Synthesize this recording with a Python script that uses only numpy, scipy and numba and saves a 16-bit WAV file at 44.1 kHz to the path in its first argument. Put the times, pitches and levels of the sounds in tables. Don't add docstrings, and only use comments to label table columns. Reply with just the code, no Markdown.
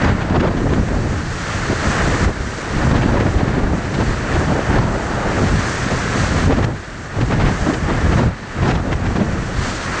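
import sys
import numpy as np
from scipy import signal
from scipy.fft import rfft, irfft
from scipy.io import wavfile
from scipy.ndimage import uniform_filter1d
from numba import njit

SR = 44100
rng = np.random.default_rng(int(sys.argv[2]) if len(sys.argv) > 2 else 0)


def master_out(mix):
    frames = np.transpose(np.atleast_2d(mix))
    ceiling = np.clip(frames, -1, 1)
    pcm = np.round(ceiling * 32767).astype(np.int16)
    wavfile.write(sys.argv[1], SR, pcm)


def amplitude_ratio(level_db):
    exponent = np.asarray(level_db, float) / 20
    return 10 ** exponent


N = 441000


def unit(x):
    return x / np.sqrt(np.mean(x ** 2))


def curves(table):
    s, *columns = np.transpose(table)
    return [np.interp(np.arange(N) / SR, s, c) for c in columns]


def colour(x, shape):
    hz, db = np.transpose(shape)
    log_hz = np.log(np.arange(1, N // 2 + 2) * SR / N)
    gain_db = np.interp(log_hz, np.log(hz), db, -90, -90)
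    return irfft(rfft(x) * amplitude_ratio(gain_db), N)


@njit
def lowpass(x, corner_hz, damp):
    y, band, low = np.empty(len(x)), 0., 0.
    for i in range(len(x)):
        g = np.tan(np.pi * corner_hz[i] / SR)
        v = (band + g * (x[i] - low)) / (1 + g * (g + damp))
        y[i] = low + g * v
        band = 2 * v - band
        low = 2 * y[i] - low
    return y


def walk(rate_hz):
    k = int(SR / rate_hz)
    held = np.repeat(rng.standard_normal(N // k + 1), k)[:N]
    slewed = uniform_filter1d(held, k)
    return unit(uniform_filter1d(slewed, k))


def churn(slow_db, quick_db, slow_hz, quick_hz):
    flutter_db = slow_db * walk(slow_hz) + quick_db * walk(quick_hz)
    return rng.standard_normal(N) * amplitude_ratio(flutter_db)


def spells(start_s, length_s, height, edge_s):
    t, out = np.arange(N) / SR, np.zeros(N)
    for s, length, h in zip(start_s, length_s, height):
        at = slice(max(int((s - edge_s) * SR), 0), int((s + length + edge_s) * SR))
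        ramp = np.minimum(t[at] - s, s + length - t[at]) / edge_s
        out[at] += h * np.sin(np.pi / 4 * (1 + np.clip(ramp, -1, 1))) ** 2
    return out


def swells(base_db, events, edge_s, lift_db=0):
    start_s, length_s, peak_db = np.transpose(events)
    extra_power = spells(start_s, length_s, amplitude_ratio(2 * (peak_db + lift_db)), edge_s)
    return 10 * np.log10(amplitude_ratio(2 * base_db) + extra_power)


def ducking():
    # start_s, drop_db
    ducks = [
        (2.249, 9),
        (2.9, 3.5),
        (4.76, 4.5),
        (6.46, 7.5),
        (6.65, 4),
        (7.72, 3.5),
        (8.19, 4.5),
        (8.27, 4.5),
        (8.74, 3.5),
    ]
    attack_s, recover_s = 0.017, 0.83
    t, gain_db = np.arange(N) / SR, np.zeros(N)
    for s, drop_db in ducks:
        since_s = np.maximum(t - s, 0)
        gain_db -= drop_db * (1 - np.exp(-since_s / attack_s)) * np.exp(-since_s / recover_s)
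    return gain_db


def surf():
    # start_s, hiss_db, roar_above_hiss_db
    sea_levels = [(0.0, -43, 5), (0.3, -48.5, 0.5), (1.3, -42.5, -3.5), (1.5, -37.5, -3), (2.1, -36, -2),
                  (2.7, -35.5, -1.5), (3.0, -36.5, 1), (3.7, -44, 0), (4.05, -38.5, -1.7), (4.7, -41, 1),
                  (5.75, -35, -2), (6.4, -36, -2), (7.1, -41.5, -0.3), (7.6, -36.5, -1.5), (8.1, -38, 0.3),
                  (9.5, -40, 0), (9.66, -35.5, -4), (10.0, -35.5, -1)]
    # start_s, length_s, surf_rise_db, slam_above_hiss_db
    waves = [(0.0, 0.11, 0, -7), (0.293, .05, 2, 9), (1.055, 0.32, 1, -14), (1.813, 0.26, 1.5, -5),
             (3.107, 0.091, -0.7, 7), (4.28, .1, 1.5, -12), (4.47, 0.14, 0.1, 6), (4.66, .08, .2, 4),
             (4.84, .08, 0, 5), (4.992, 0.32, -1, 3), (6.15, 0.11, 1.5, -11), (6.67, 0.033, -1.5, 10.5),
             (7.548, 0.1, -0.5, -4), (7.937, 0.12, 1, -5), (8.24, 0.041, 2, -1), (8.66, 0.069, 1.5, 7),
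             (9.597, 0.11, 3.5, -16)]
    # freq_hz, level_db (per Hz)
    roar_shape = [(60, -27.5), (150, 8), (400, 15), (900, 12), (1300, 15.5), (1820, 15.5), (2180, 9),
                  (3000, 1.5), (4000, -13.5)]
    # freq_hz, level_db (per Hz)
    hiss_shape = [(1500, -19), (2800, -2), (4500, -1), (5300, -0.5), (6000, 1.5), (7500, -2.5),
                  (8500, -9.5), (9000, -17.5), (9400, -19), (9900, -24)]
    # freq_hz, level_db (per Hz)
    slam_shape = [(250, -4.5), (400, 11.5), (700, 18), (1100, 10.5), (1500, 8.5), (2200, -18)]
    wave_edge_s, coarse_db = 0.065, 0.35

    hiss_db, roar_db = curves(sea_levels)
    start_s, length_s, rise_db, slam_db = np.transpose(waves)
    hiss_db = hiss_db + spells(start_s, length_s, rise_db, wave_edge_s)
    slam = spells(start_s, length_s, amplitude_ratio(slam_db), wave_edge_s)

    low_foam, high_foam, body = (churn(0.76, 0.6, slow_hz=14, quick_hz=120) for _ in range(3))
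    droplets_per_s = 600
    spray = rng.standard_normal(N) * (rng.random(N) < droplets_per_s / SR) * 3.0
    coarse = colour(low_foam + spray, [(20, -9.5), (4500, 0), (6500, -17.5)])
    fine = colour(high_foam, [(4000, -9.5), (5500, -2.5), (20000, 2.5)])
    foam = amplitude_ratio(coarse_db) * coarse + fine
    scale = np.std(colour(high_foam, [(5500, -0.5), (7500, -3), (9000, -18.5)]))

    hiss = colour(foam, hiss_shape)
    roar = amplitude_ratio(roar_db) * colour(body, roar_shape)
    slaps = slam * colour(body[::-1], slam_shape)
    return amplitude_ratio(hiss_db + ducking()) / scale * (hiss + roar + slaps)


def puffs():
    # start_s, peak_db, breadth (0-1), sharpness_db
    strong = [(0.041, -19, 0.76, 6.5), (0.0842, -19, 0.9, 3.5), (0.2139, -21, .6, 2.5),
              (0.3591, -19, .54, 4.5), (0.404, -14, .37, 4), (0.4344, -16, 0.5, -0.5),
              (0.7344, -19, 0.5, 3), (2.9145, -20.5, .4, 6), (2.9594, -20.5, 0.9, 7),
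              (3.0304, -13, 0.65, -2.5), (3.2061, -16, .36, 2), (3.478, -15, .35, 0), (3.9439, -22, 0.6, 6),
              (4.0114, -17.5, 0.55, 0.5), (4.3375, -19.5, 1, 5), (5.47, -16.5, 1, 0.5),
              (6.5151, -10, 0.93, -4), (6.643, -16, 0.21, 7), (7.2135, -21, .43, 6), (7.3223, -15, 1, -0.5),
              (7.4041, -17, 1, 3), (7.4604, -18, 1, 4.5), (7.9294, -18.5, .6, -2.1), (8.1259, -15, 0.7, -1),
              (8.1894, -10, 1, -4), (8.6575, -23, 0.35, 6), (8.6844, -17.5, 0.43, 6.5),
              (8.7074, -17.5, 0.5, 6), (8.9251, -17.5, 0.46, 3), (9.212, -9.5, 0.4, -8)]
    # start_s, peak_db, sharpness_db
    faint = [(0.295, -21, 3), (0.322, -24, -1), (0.5741, -27, 7), (0.6978, -23, 3), (3.1694, -14, -4),
             (3.3894, -24, 6), (4.59, -24, 0), (4.705, -23, 0), (5.4311, -18, 1), (6.57, -26, 7),
             (6.628, -22, 7), (6.666, -28, -8), (0.473, -17, -1), (0.884, -24, 0), (1.615, -25, 2),
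             (1.964, -24, -1), (2.751, -21, 0), (2.852, -25, -2), (3.266, -20, -1), (4.516, -22.5, -1),
             (4.851, -29, -1), (5.059, -22, -2), (5.179, -27, -2), (5.779, -25, 0), (5.906, -22, 0.5),
             (6.118, -24, 0), (6.24, -19, -3), (7.897, -19, 0), (8.584, -24, -2), (8.899, -27, 0),
             (6.8364, -33, 11), (7.495, -23, 1), (7.7403, -24, 15), (8.6244, -17.5, 1), (8.7535, -19.5, 3),
             (9.059, -24, 7), (9.1644, -19.5, 3)]
    spit_breadth = 0.54
    every = list(strong) + [(s, db, spit_breadth, sharp_db) for s, db, sharp_db in faint]

    t, strength, corner_hz = np.arange(N) / SR, np.zeros(N), np.full(N, 2000.)
    for s, db, breadth, sharp_db in sorted(every):
        at = slice(max(int((s - 0.03) * SR), 0), int((s + 0.067) * SR))
        width_s = 0.023 * np.clip(breadth, 0.08, 1)
        strength[at] += amplitude_ratio(db) * np.exp(-((t[at] - s - 0.32 * width_s) / width_s) ** 2)
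        corner_hz[int(s * SR) - 300:] = np.clip(2500 * amplitude_ratio(sharp_db), 300, 9000)

    rough = churn(0.5, 2, slow_hz=150, quick_hz=600)
    air_shape = [(150, -11.0), (400, -5.0), (2000, -7.5), (4000, -13.5), (7000, -18.0), (9000, -42)]
    air = unit(colour(rough, air_shape))
    return strength * lowpass(air, corner_hz, 2.78) * amplitude_ratio(-1.0)


def swirl(events, width_s):
    t, out, wander = np.arange(N) / SR, np.zeros(N), amplitude_ratio(1.13 * walk(60))
    for s, db, beat_hz in events:
        at = slice(int((s - 0.05) * SR), int((s + 0.08) * SR))
        cycles = np.cumsum(beat_hz * wander[at]) / SR
        envelope = np.exp(-((t[at] - s - 0.008) / width_s) ** 2)
        out[at] += amplitude_ratio(db - 5.0) * envelope * np.sin(2 * np.pi * cycles)
    return out


def thuds():
    # start_s, peak_db, beat_hz
    lip_beats = [(0.348, -15, 306), (0.31, -12, 200), (0.63, -13, 260), (4.0, -12, 300), (4.5, -12, 170),
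                 (3.57, -13, 240), (3.999, -23, 180), (5.899, -16, 240), (6.511, -12, 278),
                 (6.689, -24, 196), (7.689, -5.5, 280.7), (8.208, -6, 230), (9.209, -2, 177)]
    # start_s, peak_db, beat_hz
    heavy_blows = [(2.259, -2, 61.7), (3.359, 0, 67.3), (4.335, -2, 60), (2.4, -11, 60), (7.62, -6, 70),
                   (0.825, -6, 75), (9.58, -5, 60), (5.53, -4, 70), (1.55, -9, 100), (4.789, -3, 63),
                   (6.642, -2, 65), (7.224, -5, 121), (2.845, -8, 110), (3.055, -6, 130.6),
                   (3.272, -3, 116), (3.425, -2.5, 141.5), (3.472, -6, 108), (4.38, -2, 75),
                   (4.695, -3, 80), (0.685, -7, 110), (0.715, -9, 87.5), (5.587, -7, 109), (8.155, -3, 121),
                   (8.705, -14, 99), (8.755, -6, 91)]
    return swirl(lip_beats, width_s=0.015) + swirl(heavy_blows, width_s=0.01)


def kicks():
    # start_s, peak_db, breadth_ms
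    strong_whirls = [(0.036, -5.5, 1.6), (0.152, -7, 1.8), (0.2233, -11.6, 2.9), (0.309, -4.5, 1.4),
                     (0.4072, -4.5, 1.4), (0.4295, -9, 1), (0.473, -9.7, 2.0), (0.4961, -9, 1.5),
                     (0.5502, -8.8, 1.2), (0.6193, -7, 1.1), (0.645, -9.2, 1.1), (0.6899, -10, 2.3),
                     (0.745, -12, 1.3), (0.8126, -7, 1.7), (2.0968, -9.0, 2.1), (2.267, -7.5, 2.8),
                     (2.7518, -13, 1.2), (2.8533, -5, 1.8), (2.897, -7.4, 2.0), (2.9328, -3.5, 1.5),
                     (2.9688, -10, 2.2), (3.0615, -1, 1.4), (3.115, -14, 3.3), (3.209, -5, 1.1),
                     (3.2757, -6, 1.4), (3.3651, -8, 3.8), (3.4331, -3, 1.6), (3.4803, -7.5, 1.6),
                     (3.526, -15, 1.4), (3.6597, -12, 1.2), (3.7832, -9.5, 1.5), (3.9895, -6, 1.3),
                     (4.337, -9, 1.1), (4.39, -9, 2.4), (4.524, -7, 1.8), (4.5931, -7, 0.83),
                     (4.7144, -6.3, 1.3), (4.8039, -7, 2.5), (4.855, -9.0, 2.8), (5.4074, -7.6, 1.2),
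                     (5.5953, -8.5, 1.6), (5.866, -8, 1.6), (6.1594, -7, 1.4), (6.4626, -6, 2),
                     (6.6472, -7, 2.3), (7.2122, -7.5, 1.06), (7.3393, -6, 1.75), (7.4691, -8, 3.3),
                     (7.5134, -8, 1.6), (7.6118, -12, 2.5), (7.6898, -3, 1.2), (7.8277, -9, 2),
                     (8.159, -4.5, 2.1), (8.2095, -9, 1.1), (8.69, -4.5, 1.5), (8.71, -9, 2.7),
                     (8.7642, -7, 2.7), (8.9554, -8.5, 3.5), (9.1852, -7, 1.6), (9.2187, -6, 1.6)]
    clear_share, clear_s = 0.69, 0.0084
    t, out, gap = np.arange(N) / SR, np.zeros(N), np.ones(N)
    signs = rng.choice([-1, 1], len(strong_whirls))
    for (s, db, breadth_ms), sign in zip(strong_whirls, signs):
        at = slice(max(int((s - 0.03) * SR), 0), int((s + 0.03) * SR))
        u = (t[at] - s) / (breadth_ms * 0.00079)
        out[at] += sign * amplitude_ratio(db) * (1 - u ** 2) * np.exp(-u ** 2 / 2)
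        gap[at] *= 1 - clear_share * np.exp(-((t[at] - s) / clear_s) ** 2)
    return out, gap


def buffet():
    # start_s, big_db, small_above_big_db, air_speed_db
    wind = [(0.0, -18.5, -9, 5), (0.6, -17.5, -2.5, -1.3), (1.0, -19.5, -2.5, -2), (1.4, -25.5, -12.5, 0.5),
            (2.1, -18.5, 0, -2.5), (2.8, -18, -3, 1.4), (3.6, -17, -4, 0.3), (4.2, -19.5, -3.5, -1.5),
            (4.6, -20.5, -0.5, 1), (5.1, -20.5, -1.5, 1.5), (5.7, -21.5, -4.5, -4.5), (6.4, -18, -6, -1.2),
            (7.3, -14.5, -7, 0.3), (7.7, -19, -4, -2), (8.2, -16.5, -10, 2.5), (8.7, -16, -8.5, 3.5),
            (9.2, -19.5, -3.5, -1.5), (10.0, -25.5, -6, -1.5)]
    # start_s, length_s, depth_db
    lulls = [(0.173, 0.11, 2.5), (0.837, 0.03, 4), (1.297, .1, 1.5), (1.756, 0.048, 3), (3.706, .06, -0.5),
             (5.0, 0.26, 2.5), (7.016, 0.11, 1.5), (9.4, 0.07, 1), (1.87, .04, 1), (2.313, 0.41, 9.5),
             (2.14, 0.095, 4.5), (3.13, 0.036, -1), (3.307, 0.03, 7), (3.417, 0.058, 6), (3.746, 0.23, 3),
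             (4.422, .05, 9), (4.125, 0.16, 4.5), (5.62, 0.24, 3), (5.993, .05, 3.5), (6.1, .07, 3),
             (6.2, .1, 2), (4.903, .08, 0.5), (0.38, .02, 5), (0.515, .02, 4), (8.04, .02, 3),
             (3.8, .04, 3), (4.63, .05, 3), (1.84, .05, 3), (2.79, .04, 2.5), (6.545, .02, 3),
             (8.81, .04, 3.5), (6.38, .04, 0), (6.535, 0.034, 9), (6.665, 0.5, 8), (6.767, 0.37, 6.5),
             (7.26, 0.031, 11), (7.54, 0.091, 5), (7.764, 0.064, 3.5), (8.309, 0.25, 14.5),
             (8.785, 0.054, 4), (8.968, 0.046, 4.5), (9.252, 0.11, -0.5), (9.758, 0.076, 3)]
    # start_s, length_s, peak_db
    gusts = [(0.056, 0.089, -16), (0.365, 0.039, -15), (0.67, 0.068, -17), (0.783, 0.046, -13),
             (1.52, .14, -23), (1.693, 0.044, -18), (2.43, .06, -26), (4.45, .08, -18), (8.715, 0.028, -18),
             (3.92, .03, -21), (5.924, .06, -21), (7.62, .06, -23), (9.22, .05, -23), (1.853, 0.062, -17),
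             (2.043, 0.05, -17), (2.228, 0.057, -14), (2.746, 0.022, -12), (2.862, 0.12, -14),
             (3.076, 0.05, -11), (3.19, 0.044, -15), (3.26, 0.045, -16), (3.337, 0.034, -18),
             (3.584, 0.09, -24.5), (3.957, 0.079, -17), (4.32, 0.11, -19.5), (4.676, 0.12, -17.5),
             (5.394, 0.086, -14), (5.505, 0.088, -15.5), (6.206, 0.089, -19), (6.433, 0.12, -12),
             (6.627, 0.044, -26), (7.2, 0.044, -21.5), (7.44, 0.052, -16), (8.05, 0.037, -10.5),
             (8.135, 0.15, -17.5), (8.667, 0.068, -24), (9.05, 0.13, -17), (9.574, 0.032, -20)]
    # start_s, length_s, peak_db
    rushes = [(0.016, 0.083, -20.0), (0.345, 0.03, -17), (0.413, 0.034, -14), (0.618, 0.062, -17),
              (1.692, 0.07, -21), (2.055, 0.055, -19), (2.897, 0.082, -19.5), (3.04, 0.064, -17.5),
              (3.267, 0.023, -14.5), (0.455, .035, -20), (0.73, .03, -19), (3.142, 0.043, -18.5),
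              (2.26, .04, -20), (8.67, 0.011, -14), (4.41, 0.038, -22), (4.76, 0.036, -23),
              (7.74, .04, -23), (9.196, .03, -19), (6.676, .03, -22.5), (3.85, 0.031, -25.5),
              (5.68, .03, -21), (3.397, 0.045, -21), (3.576, 0.028, -18), (3.967, 0.064, -15.5),
              (4.33, 0.084, -19), (4.5, 0.03, -16.5), (4.57, 0.034, -28), (5.265, 0.072, -21),
              (5.354, 0.081, -15.5), (5.898, 0.049, -16.5), (6.142, 0.036, -16), (6.32, 0.044, -20),
              (6.479, 0.049, -16), (6.564, 0.035, -17.5), (7.166, 0.042, -25), (7.3, 0.053, -21.5),
              (7.66, 0.044, -15), (7.884, 0.036, -17.5), (8.07, 0.07, -21), (8.189, 0.052, -18.5),
              (8.646, 0.058, -20), (9.147, 0.064, -20)]
    # freq_hz, level_db (per Hz)
    thump_shape = [(12, -32.5), (25, -3.5), (50, -0.5), (120, -1), (200, -6), (320, -14.5), (600, -42)]
    # freq_hz, level_db (per Hz)
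    tear_shape = [(100, -25), (200, -4), (300, -2.5), (800, -4.5), (1700, -5), (2500, -9.5), (5000, -2),
                  (8000, -28.5)]

    wind_db, tear_db, speed_db = curves(wind)
    start_s, length_s, depth_db = np.transpose(lulls)
    wind_db = wind_db - spells(start_s, length_s, depth_db, edge_s=0.04)
    big_db = swells(wind_db, gusts, edge_s=0.028, lift_db=-1.9)
    small_db = swells(wind_db + tear_db, rushes, edge_s=0.011)

    flutter = amplitude_ratio(0.9 * walk(22) + 0.78 * walk(60))
    whirls_per_s = 110
    struck = rng.random(N) < whirls_per_s / SR
    whirls = struck * rng.standard_normal(N) * amplitude_ratio(22 + 0.8 * rng.exponential(size=N))

    slow_air = churn(0.88, 0.88, slow_hz=9.9, quick_hz=31)
    big = unit(flutter * colour(slow_air + 0.55 * whirls, thump_shape))
    big = unit(np.tanh(big / 2.9))

    small = flutter * colour(churn(0.61, 1.8, slow_hz=30, quick_hz=150), tear_shape)
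    blunt = colour(whirls, [(150, -22.0), (250, 0.5), (450, -5.5), (1200, -21.0)])
    corner_hz = np.clip(650 * amplitude_ratio(speed_db + 1.03 * walk(30)), 120, 8000)
    small = unit(lowpass(small + 0.5 * blunt, corner_hz, 1.57))
    return amplitude_ratio(big_db) * big + amplitude_ratio(small_db - 2.0) * small


def scene():
    sea, eddies, spits, beats = surf(), buffet(), puffs(), thuds()
    kick, gap = kicks()
    return (sea + spits + gap * (eddies + beats) + kick)[None]


def thin(x):
    # freq_hz, level_db
    faintest = [(2500, -10), (3400, -6), (4700, -5.5), (5200, -3), (5700, -5.5), (7600, -5), (8000, -3),
                (8500, -5), (9000, -2.5), (9300, .5), (9600, 3), (9800, 9)]
    how = dict(window="cosine", nperseg=4096, noverlap=2048)
    hz, _, cells = signal.stft(x, SR, **how)
    power = np.abs(cells[:2046].reshape(341, 6, -1)) ** 2
    line_db = 10 * np.log10(power.mean(axis=1) + 1e-18)
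    thump_db = line_db[1:5].mean(axis=0) - line_db[93:120].mean(axis=0)
    floor_db = uniform_filter1d(line_db, size=7, axis=0)
    floor_db = floor_db + np.interp(hz[:2046:6], *np.transpose(faintest))[:, None]
    floor_db = floor_db + 0.2 * (thump_db - thump_db.mean()) + rng.standard_normal(line_db.shape)
    cells[:2046] *= np.repeat(line_db > floor_db, 6, axis=0)
    return signal.istft(cells, SR, **how)[1][:N]


def roll_off(x):
    return signal.sosfilt(signal.butter(12, 9780, fs=SR, output="sos"), x)


def record(dry):
    ceiling = 0.85
    rounded = dry[0] / (1 + np.abs(dry[0] / ceiling) ** 4) ** 0.25
    mix = thin(rounded)[None]
    return roll_off(mix)


dry = scene()
out = record(dry)
master_out(out)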